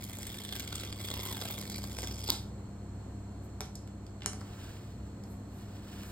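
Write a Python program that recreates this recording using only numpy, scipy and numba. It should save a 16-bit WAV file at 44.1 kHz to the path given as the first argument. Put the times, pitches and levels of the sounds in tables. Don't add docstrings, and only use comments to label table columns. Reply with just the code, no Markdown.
import sys
import numpy as np
from scipy import signal
from scipy.fft import rfft, irfft, next_fast_len
from scipy.io import wavfile
from scipy.ndimage import uniform_filter1d
from numba import njit

SR = 44100
rng = np.random.default_rng(int(sys.argv[2]) if len(sys.argv) > 2 else 0)


def write(x):
    x = np.atleast_2d(x).T
    wavfile.write(sys.argv[1], SR, np.round(np.clip(x, -1, 1) * 32767).astype(np.int16))


N = 269495
T = np.arange(N) / SR
SIZE = next_fast_len(N + SR, real=True)
F = np.arange(SIZE // 2 + 1) * SR / SIZE + 1e-3

# time_s, relative_db
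HAND_PULL = [(0, -42), (0.24, -40.5), (0.42, -41), (0.54, -37), (0.66, -44.5), (0.84, -35.5), (0.93, -46),
             (1.0, -40), (1.08, -39.5), (1.22, -38), (1.52, -36.5), (1.7, -41.5), (1.96, -39.5),
             (2.03, -38.5), (2.14, -43.5), (2.26, -41.5), (2.295, -32.5)]
# peak_s, relative_db, lid_jolt_db, treble_tilt_db
STRONG_SLIPS = [(0.0395, -34, -56, 18), (0.0494, -34, -60, 7), (0.0974, -31.5, -46, -3),
                (0.1337, -28, -55, 3), (0.1871, -30.5, -42, 8), (.222, -32, -53, 7), (0.231, -29, -62, -1),
                (0.269, -26, -64, 9), (0.327, -35, -54, 9), (0.3446, -30, -66, -8), (0.4516, -35, -64, -5),
                (0.491, -30.5, -54, -8), (0.5256, -26, -58, -3), (0.534, -32, -60, -2),
                (0.5546, -25, -43, 2), (0.5638, -26, -42, 4), (0.5977, -24, -49, 7), (0.604, -26, -44, 0),
                (0.623, -35, -62, 9), (0.6767, -28.5, -60, -2), (0.7276, -26, -38, 0),
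                (0.7562, -24, -64, 3), (0.8351, -34.5, -41, -5), (0.927, -28, -70, 1),
                (1.0033, -33, -43, -8), (1.045, -30.5, -44, -8), (1.0764, -32.5, -56, -8),
                (1.0866, -28, -62, -4), (1.103, -28, -39, -1), (1.1145, -27.5, -35.5, -8.5),
                (1.1398, -23.5, -45, -7), (1.155, -33, -48, -5), (1.1694, -35, -40, -7),
                (1.1931, -33, -40.5, -13), (1.232, -32, -44, 5), (1.2535, -26.5, -56, -1),
                (1.2624, -27, -45, -4), (1.288, -30.5, -43, -1), (1.3129, -27.5, -52, -5),
                (1.3267, -26, -50, 5), (1.348, -34.5, -48, -12), (1.4148, -25, -39, 4),
                (1.421, -26, -39, -9), (1.4543, -24, -36, 2), (1.5033, -32, -37.5, -13),
                (1.508, -34, -47, 0), (1.5383, -31.5, -54, 3), (1.5803, -29.5, -39.5, -8),
                (1.588, -30, -56, 9), (1.614, -25.5, -49, -2), (1.6265, -30, -53, -11),
                (1.6997, -25.5, -42.5, -1), (1.7178, -32, -43, -3), (1.7451, -31, -53, -14),
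                (1.7602, -26.5, -49, -1), (1.7821, -30, -54, 5), (1.7882, -34, -39.5, 10),
                (1.8405, -27, -38.5, 0), (1.9195, -32, -61, -5), (1.9683, -32, -59, -7),
                (1.9872, -25, -40, -5), (2.0203, -30, -51, 3), (2.0311, -26, -41, -6),
                (2.038, -26, -41, -9), (2.0453, -30, -37, -1), (2.0734, -27, -45, -2),
                (2.0824, -32, -52, 3), (2.1112, -31, -41, -5), (2.241, -28, -46, 5), (2.2788, -28, -47, 1)]
# frequency_hz, gain_db
FIBRE_SPECTRUM = [(300, -2), (1000, -9.5), (1750, -5.5), (2200, -0.5), (2900, -5.5), (3400, -0.5),
                  (4100, -4), (5800, -4.5), (8000, -3), (11000, -7), (15500, -2.5)]
# time_s, gain_db
PAPER_SHEEN = [(0, 2.5), (.9, -3), (1.1, 5), (1.5, 0.5), (1.8, -1.5)]
# pitch_hz, width_hz, gain_db
WRAP_MODES = [(2140, 110, -8.5), (2810, 72, 0.5), (3360, 410, 2), (4150, 75, -11), (4870, 66, -8),
              (8300, 160, -14)]
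# time_s, gain_db
WRAP_RING = [(0, -12), (.5, 3.5), (1.55, 3.5), (1.7, -29), (2.3, 3)]
# time_s, pitch_hz, gain_db
STRIP_GLIDE = [(0, 2110, -50), (.55, 1650, -21.5), (.85, 1250, -21.5), (1.13, 980, -19.5), (1.3, 1000, -11),
               (1.42, 670, -15.5), (1.58, 535, -20), (1.72, 365, -24.5), (2.3, 355, -17)]
# time_s, pitch_hz, gain_db
EDGE_GLIDE = [(0.4, 4250, -24), (.6, 4500, -14.5), (1.55, 4480, -26), (1.74, 4540, -3.5), (1.9, 4800, -23),
              (2.0, 5470, -8.5), (2.2, 5300, -8), (2.27, 4540, -4)]
# pitch_hz, width_hz, gain_db
LID_MODES = [(310, 18, -19), (371.5, 76, 5), (515, 150, 1), (850, 75, -5), (1100, 1200, -3),
             (1596, 75, 2.5)]
# start_s, force_db, low_hz, high_hz, crunch_decay_s, body_gain_db
RELEASE_SNAPS = [(2.2878, -13, 900, 5000, 0.003, 2), (2.296, -5.5, 3400, 5000, 0.0086, -6),
                 (2.3027, 2.5, 3930, 19500, 0.00025, -17.5), (2.314, -22.5, 3300, 6000, 0.008, 4),
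                 (2.3185, -3.5, 3300, 7900, 0.045, -8)]
# pitch_hz, width_hz, gain_db
STRIP_END_MODES = [(3690, 770, 8.5), (4730, 130, 7)]
# pitch_hz, width_hz, gain_db
CORNER_MODES = [(310, 130, 14.5), (486, 100, 3), (790, 140, 12), (940, 140, 8), (1300, 230, -5),
                (2080, 220, -0.5)]
# start_s, force_db, low_hz, high_hz, crunch_decay_s, body_gain_db
BOX_TAPS = [(3.6067, -15.5, 2300, 12000, 0.0013, 8), (3.6137, -24.5, 2510, 13000, 0.0012, 2),
            (3.656, -35, 3500, 15000, .001, -1), (3.7542, -18, 5170, 8700, 0.0036, -30),
            (3.7612, -36, 4970, 8950, .003, -25), (3.7785, -40, 5000, 9000, .002, -25),
            (3.8752, -35.5, 3970, 12000, 0.0027, 8), (4.066, -34.5, 1800, 9000, 0.0024, -29),
            (4.2075, -34, 1500, 4500, 0.0011, 7), (4.2203, -17.5, 1200, 2600, 0.0025, -7),
            (4.2333, -33, 2000, 10000, 0.0017, 3), (4.244, -33, 900, 2000, 0.0018, 16.5),
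            (4.2603, -6, 2870, 9600, 0.0011, 1.5), (4.3325, -27.5, 1530, 14000, 0.0016, 9.5),
            (4.4088, -32, 900, 7900, 0.0018, 16), (4.4135, -36.5, 900, 7900, .0015, 22),
            (5.2372, -35.5, 3020, 15100, 0.0026, 6.5)]
# pitch_hz, width_hz, gain_db
CARD_MODES = [(2480, 1700, 8), (3290, 120, -6), (4470, 1100, 5), (5390, 740, 0), (7100, 740, -2)]
# pitch_hz, width_hz, gain_db
RIM_MODES = [(333, 25, 7), (424, 22, 15), (604, 33, 8), (766, 47, 14), (987, 140, 5), (1360, 520, -1),
             (2010, 750, -7)]
# start_s, fastest_s, relative_db
BOX_SLIDES = [(4.382, 4.64, -49.5), (5.528, 6.032, -49.5)]
# frequency_hz, gain_db
RUB_SPECTRUM = [(300, -7), (800, -10.5), (1500, -10.5), (2150, -14), (2550, -8.5), (2850, -6), (3300, -8.5),
                (6000, -12.5), (9000, -17.5), (12000, -23), (15500, -12.5)]
# middle_s, level_db, swell_and_fade_s
FINGER_BRUSHES = [(3.45, -62.5, .016), (5.32, -62, 0.048), (5.58, -63.5, 0.052), (6.08, -57, 0.11)]
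# frequency_hz, gain_db
AIR_SPECTRUM = [(20, -20), (45, -14), (65, -5.5), (140, -8.5), (300, -11.5), (500, -20), (1000, -25.5),
                (2000, -37), (3950, -43), (4280, -32), (4650, -47.5), (7800, -36.5), (9300, -52.5),
                (15500, -54.5)]
# pitch_hz, level_db, unsteadiness (0-1)
HUM_LINES = [(65, -51, 0.41), (99.9, -47.5, 0.14), (119.5, -57.5, 0.49), (201.2, -51.5, 0.24),
             (297.7, -65.5, 0.08), (700.3, -69, 0.14)]
# frequency_hz, power_share (0-1)
DIFFUSE_SPREAD = [(100, .001), (220, .005), (400, .08), (750, .3), (1600, .16), (3500, .35), (7000, .15),
                  (15000, .15)]
# frequency_hz, left_lead_rad
PORT_LEAD = [(0, 0), (1460, -0.4), (2760, 2.1), (5080, 1.1), (5770, 2.9), (7670, 6.0), (8610, 6.8),
             (9730, 8.3), (10900, 10.5), (12100, 12.4), (12900, 12.8), (14600, 15.5), (15600, 16.5),
             (17200, 15.2)]
# frequency_hz, left_minus_right_db
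PORT_BALANCE = [(400, 0), (1500, -.5), (2300, -3), (4500, -2), (6500, .5), (15000, 0)]


def tear(lid_db=-6, overtone_db=-5, sway_s=0.008, scatter=0.38):
    pull_db = curve(HAND_PULL)
    slip_power, jolt_power, cracks, tilt, stuck = strong_slips()
    crackle_power = small_slips(pull_db, stuck)
    effort = np.sqrt(crackle_power + slip_power)
    tilt_db = tilt / (effort ** 2 + 1e-12)
    snaps = grains(rate=4500, spread_db=1.5) + scatter * rng.standard_normal((2, N))
    crackle = fibre_crackle(snaps * effort + cracks, tilt_db)
    edge = gliding_ring(snaps, EDGE_GLIDE, q=5.5) * effort
    drum = undb(-18.5 + 0.4 * (pull_db - pull_db.max()) + 7.5 * T)
    tug = np.sqrt(crackle_power * drum ** 2 + jolt_power)
    lid_response = unit(resonances(LID_MODES) / (1 + 1j * F / 550))
    lid = through(snaps * tug, lid_response) * undb(lid_db)
    sway = np.sqrt(np.abs(uniform_filter1d(effort ** 2 + jolt_power, int(sway_s * SR))))
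    strip = gliding_ring(snaps, STRIP_GLIDE, q=7.5)
    strip += undb(overtone_db) * gliding_ring(snaps, STRIP_GLIDE, q=7.5, multiple=2.05)
    return crackle + edge + lid + strip * sway


def strong_slips(burst_db=-8.5, crack_db=7, jolt_db=4, stick_s=0.014):
    power, jolts, cracks, tilts, stuck = np.zeros((5, N))
    for peak_s, db, lid_db, treble_db in STRONG_SLIPS:
        peak = int(peak_s * SR)
        power[peak] = undb(db + burst_db) ** 2
        jolts[peak] = undb(lid_db + jolt_db) ** 2
        cracks[peak] = undb(db + crack_db)
        tilts[peak] = power[peak] * treble_db
        stuck[max(peak - int(stick_s * SR), 0):peak] = 1
    return np.abs(bursts(power)), np.abs(bursts(jolts)), cracks, bursts(tilts), stuck


def small_slips(pull_db, stuck, gap_s=0.008, uneven_db=4, creep=0.14, crackle_db=-7, stick_db=-2):
    gap_draw, size_draw = rng.random((2000, 2)).T
    starts = (np.cumsum(gap_s * (1.5 * gap_draw + .25)) * SR).astype(int)
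    sizes = undb(uneven_db * (2 * size_draw - 1))
    slips = np.abs(bursts(np.bincount(starts, sizes ** 2, minlength=N)[:N]))
    drive = undb(pull_db + crackle_db + stick_db * stuck)
    tearing = T < 2.303
    return (creep + slips / slips[:SR].mean()) * drive ** 2 * tearing


def bursts(peaks, swell_s=0.00076, fall_s=0.0016):
    half = SR // 50
    age = np.arange(-half, half + 1) / SR
    return signal.fftconvolve(peaks, np.exp(-np.maximum(-age / swell_s, age / fall_s)), "same")


def fibre_crackle(snaps, tilt_db, treble_hz=6000, sheen_hz=10000, fibres_db=-2.5):
    fibres = through(snaps, unit(colour(FIBRE_SPECTRUM))) * undb(fibres_db)
    treble = through(fibres, 1 / (1 + (treble_hz / F) ** 6))
    bright = undb(tilt_db / 2)
    fibres = treble * bright + (fibres - treble) / bright
    sheen = through(fibres, 1 / (1 + (sheen_hz / F) ** 8))
    fibres += sheen * (undb(curve(PAPER_SHEEN)) - 1)
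    wrap = through(fibres * undb(curve(WRAP_RING)), resonances(WRAP_MODES))
    return shimmer(fibres + wrap)


def shimmer(x, depth_db=3, rate_hz=45, count=20):
    place = np.interp(np.log(F), np.log([1000, 15000]), [0, count - 1])
    bands = (through(x, np.maximum(1 - np.abs(place - k), 0)) for k in range(count))
    return sum(band * undb(depth_db * walk(rate_hz)) for band in bands)


def gliding_ring(snaps, glide, q, multiple=1):
    glide = np.array(glide, float)
    pitch_hz, gain_db = curve(glide[:, :2]), curve(glide[:, ::2])
    ring = gliding_band(snaps.mean(axis=0), multiple * pitch_hz, multiple * q)
    return unit(ring) * undb(gain_db)


def knocks(rows, edge_modes, body_modes, crunch, body_hz=2600):
    cracks, thumps = np.zeros((2, N))
    age = T[:SR // 5]
    for start_s, force_db, low_hz, high_hz, decay_s, body_db in rows:
        force = crunch * rng.standard_normal(len(age)) * np.exp(-age / decay_s)
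        force[0] = 1
        force *= undb(force_db) / np.sqrt(np.sum(force ** 2))
        low_cut = signal.butter(2, low_hz, "high", fs=SR, output="sos")
        high_cut = signal.butter(2, high_hz, "low", fs=SR, output="sos")
        span = slice(int(start_s * SR), int(start_s * SR) + len(age))
        cracks[span] += signal.sosfilt(np.vstack([low_cut, low_cut, high_cut]), force)
        thumps[span] += force * undb(body_db)
    edge = through(cracks, 1 + resonances(edge_modes))
    body = through(thumps, resonances(body_modes) / (1 + 1j * F / body_hz))
    return edge + body


def box_slides(gather_db=12.5, loosen_db_per_s=257, coast_db_per_s=41, slide_db=-3, scrape_db=-7):
    speed = np.zeros(N)
    for start_s, fastest_s, db in BOX_SLIDES:
        gather = np.interp(T, [start_s, fastest_s], [db - gather_db, db])
        loosen = loosen_db_per_s * np.maximum(start_s - T, 0)
        coast = coast_db_per_s * np.maximum(T - fastest_s, 0)
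        speed += undb(gather - loosen - coast)
    push = speed * undb(slide_db + 1.5 * walk(33))
    friction = grains(rate=22000, spread_db=-6) + 0.025 * rng.standard_normal((2, N))
    rub = through(friction, colour(RUB_SPECTRUM))
    scrape = through(grains(rate=900, spread_db=4), resonances([(1480, 570, 0)]))
    return (unit(rub) + unit(scrape) * undb(scrape_db)) * push


def finger_brushes(skin_hz=11000, width_hz=9000):
    touch = sum(undb(db) * np.exp(-np.abs(T - s) / fade_s) for s, db, fade_s in FINGER_BRUSHES)
    skin = through(grains(rate=41000, spread_db=10), resonances([(skin_hz, width_hz, 0)]))
    return unit(skin) * touch


def room(x, t60_s=0.32, treble_t60_s=0.37, build_s=0.0036, early_db=-3, early_s=0.0011, dull_hz=10000):
    noise = diffuse()
    treble = through(noise, 1 / (1 + (dull_hz / F) ** 6))
    walls = (noise - treble) * undb(-60 * T / t60_s) + treble * undb(-60 * T / treble_t60_s)
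    build = (1 - np.exp(-(T / build_s) ** 2)) ** 2
    early = noise * undb(early_db) * np.exp(-T / early_s)
    tail = early + walls * build
    tail /= np.sqrt(np.sum(tail ** 2) / 2)
    return through(x, rfft(tail, SIZE) / (1 + 1j * F / dull_hz))


def ventilation(air_db=-48, flicker_db=0.5):
    air = unit(through(diffuse(), undb(spectrum(AIR_SPECTRUM))))
    air *= undb(air_db + flicker_db * walk(2.6))
    for hz, db, unsteady in HUM_LINES:
        waver = (1 - unsteady) + unsteady * (walk(1.7) + 1j * walk(13))
        air += undb(db) * unit(np.real(waver * np.exp(2j * np.pi * hz * T)))
    return air


def diffuse():
    share = np.clip(spectrum(DIFFUSE_SPREAD), 0, 1)
    mid, side = (through(rng.standard_normal(N), np.sqrt(w)) for w in (1 - share, share))
    return np.array([mid + side, mid - side])


def grains(rate, spread_db):
    size = undb(spread_db * np.minimum(rng.standard_normal(N), 2))
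    return unit((rng.random(N) < rate / SR) * size * rng.choice([-1, 1], N))


def walk(rate_hz):
    return unit(through(rng.standard_normal(SIZE), np.exp(-(F / rate_hz) ** 2)))


def undb(db):
    return 10 ** (np.asarray(db) / 20)


def unit(x):
    return x / np.sqrt(np.mean(np.abs(x) ** 2))


def curve(points):
    return np.interp(T, *np.transpose(points))


def spectrum(points):
    hz, value = np.transpose(points)
    return np.interp(np.log(F), np.log(hz), value)


def through(x, response):
    return irfft(rfft(x, SIZE) * response, SIZE)[..., :N]


def colour(points):
    cepstrum = irfft(np.log(undb(spectrum(points))), SIZE)
    cepstrum[1:SIZE // 2] *= 2
    cepstrum[SIZE // 2 + 1:] = 0
    return np.exp(rfft(cepstrum))


def resonances(modes):
    return sum(undb(db) / (1 + 1j * (F / hz - hz / F) * hz / width) for hz, width, db in modes)


@njit
def gliding_band(x, hz, q):
    y = np.empty(len(x))
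    band_state, low_state = 0., 0.
    for i in range(len(x)):
        g = np.tan(np.pi * hz[i] / SR)
        band = (band_state + g * (x[i] - low_state)) / (1 + g * (g + 1 / q))
        band_state = 2 * band - band_state
        low_state += 2 * g * band
        y[i] = band / q
    return y


def scene(tear_room_db=-8.5, release_room_db=-11, tap_room_db=-2, spill_hz=10500):
    rip = tear()
    release = knocks(RELEASE_SNAPS, STRIP_END_MODES, CORNER_MODES, crunch=0.36)
    taps = knocks(BOX_TAPS, CARD_MODES, RIM_MODES, crunch=0.37)
    spill = through(taps, 1 / np.sqrt(1 + (F / spill_hz) ** 6))
    tail = room(rip * undb(tear_room_db) + release * undb(release_room_db) + spill * undb(tap_room_db))
    return rip + release + taps + tail + box_slides() + finger_brushes() + ventilation()


def record(dry):
    lead_rad = np.interp(F, *np.transpose(PORT_LEAD))
    side = np.array([[.5], [-.5]])
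    ports = through(dry, np.exp(1j * side * lead_rad) * undb(side * spectrum(PORT_BALANCE)))
    return signal.sosfilt(signal.ellip(10, .2, 80, 16300, fs=SR, output="sos"), ports)


dry = scene()
out = record(dry)
write(out)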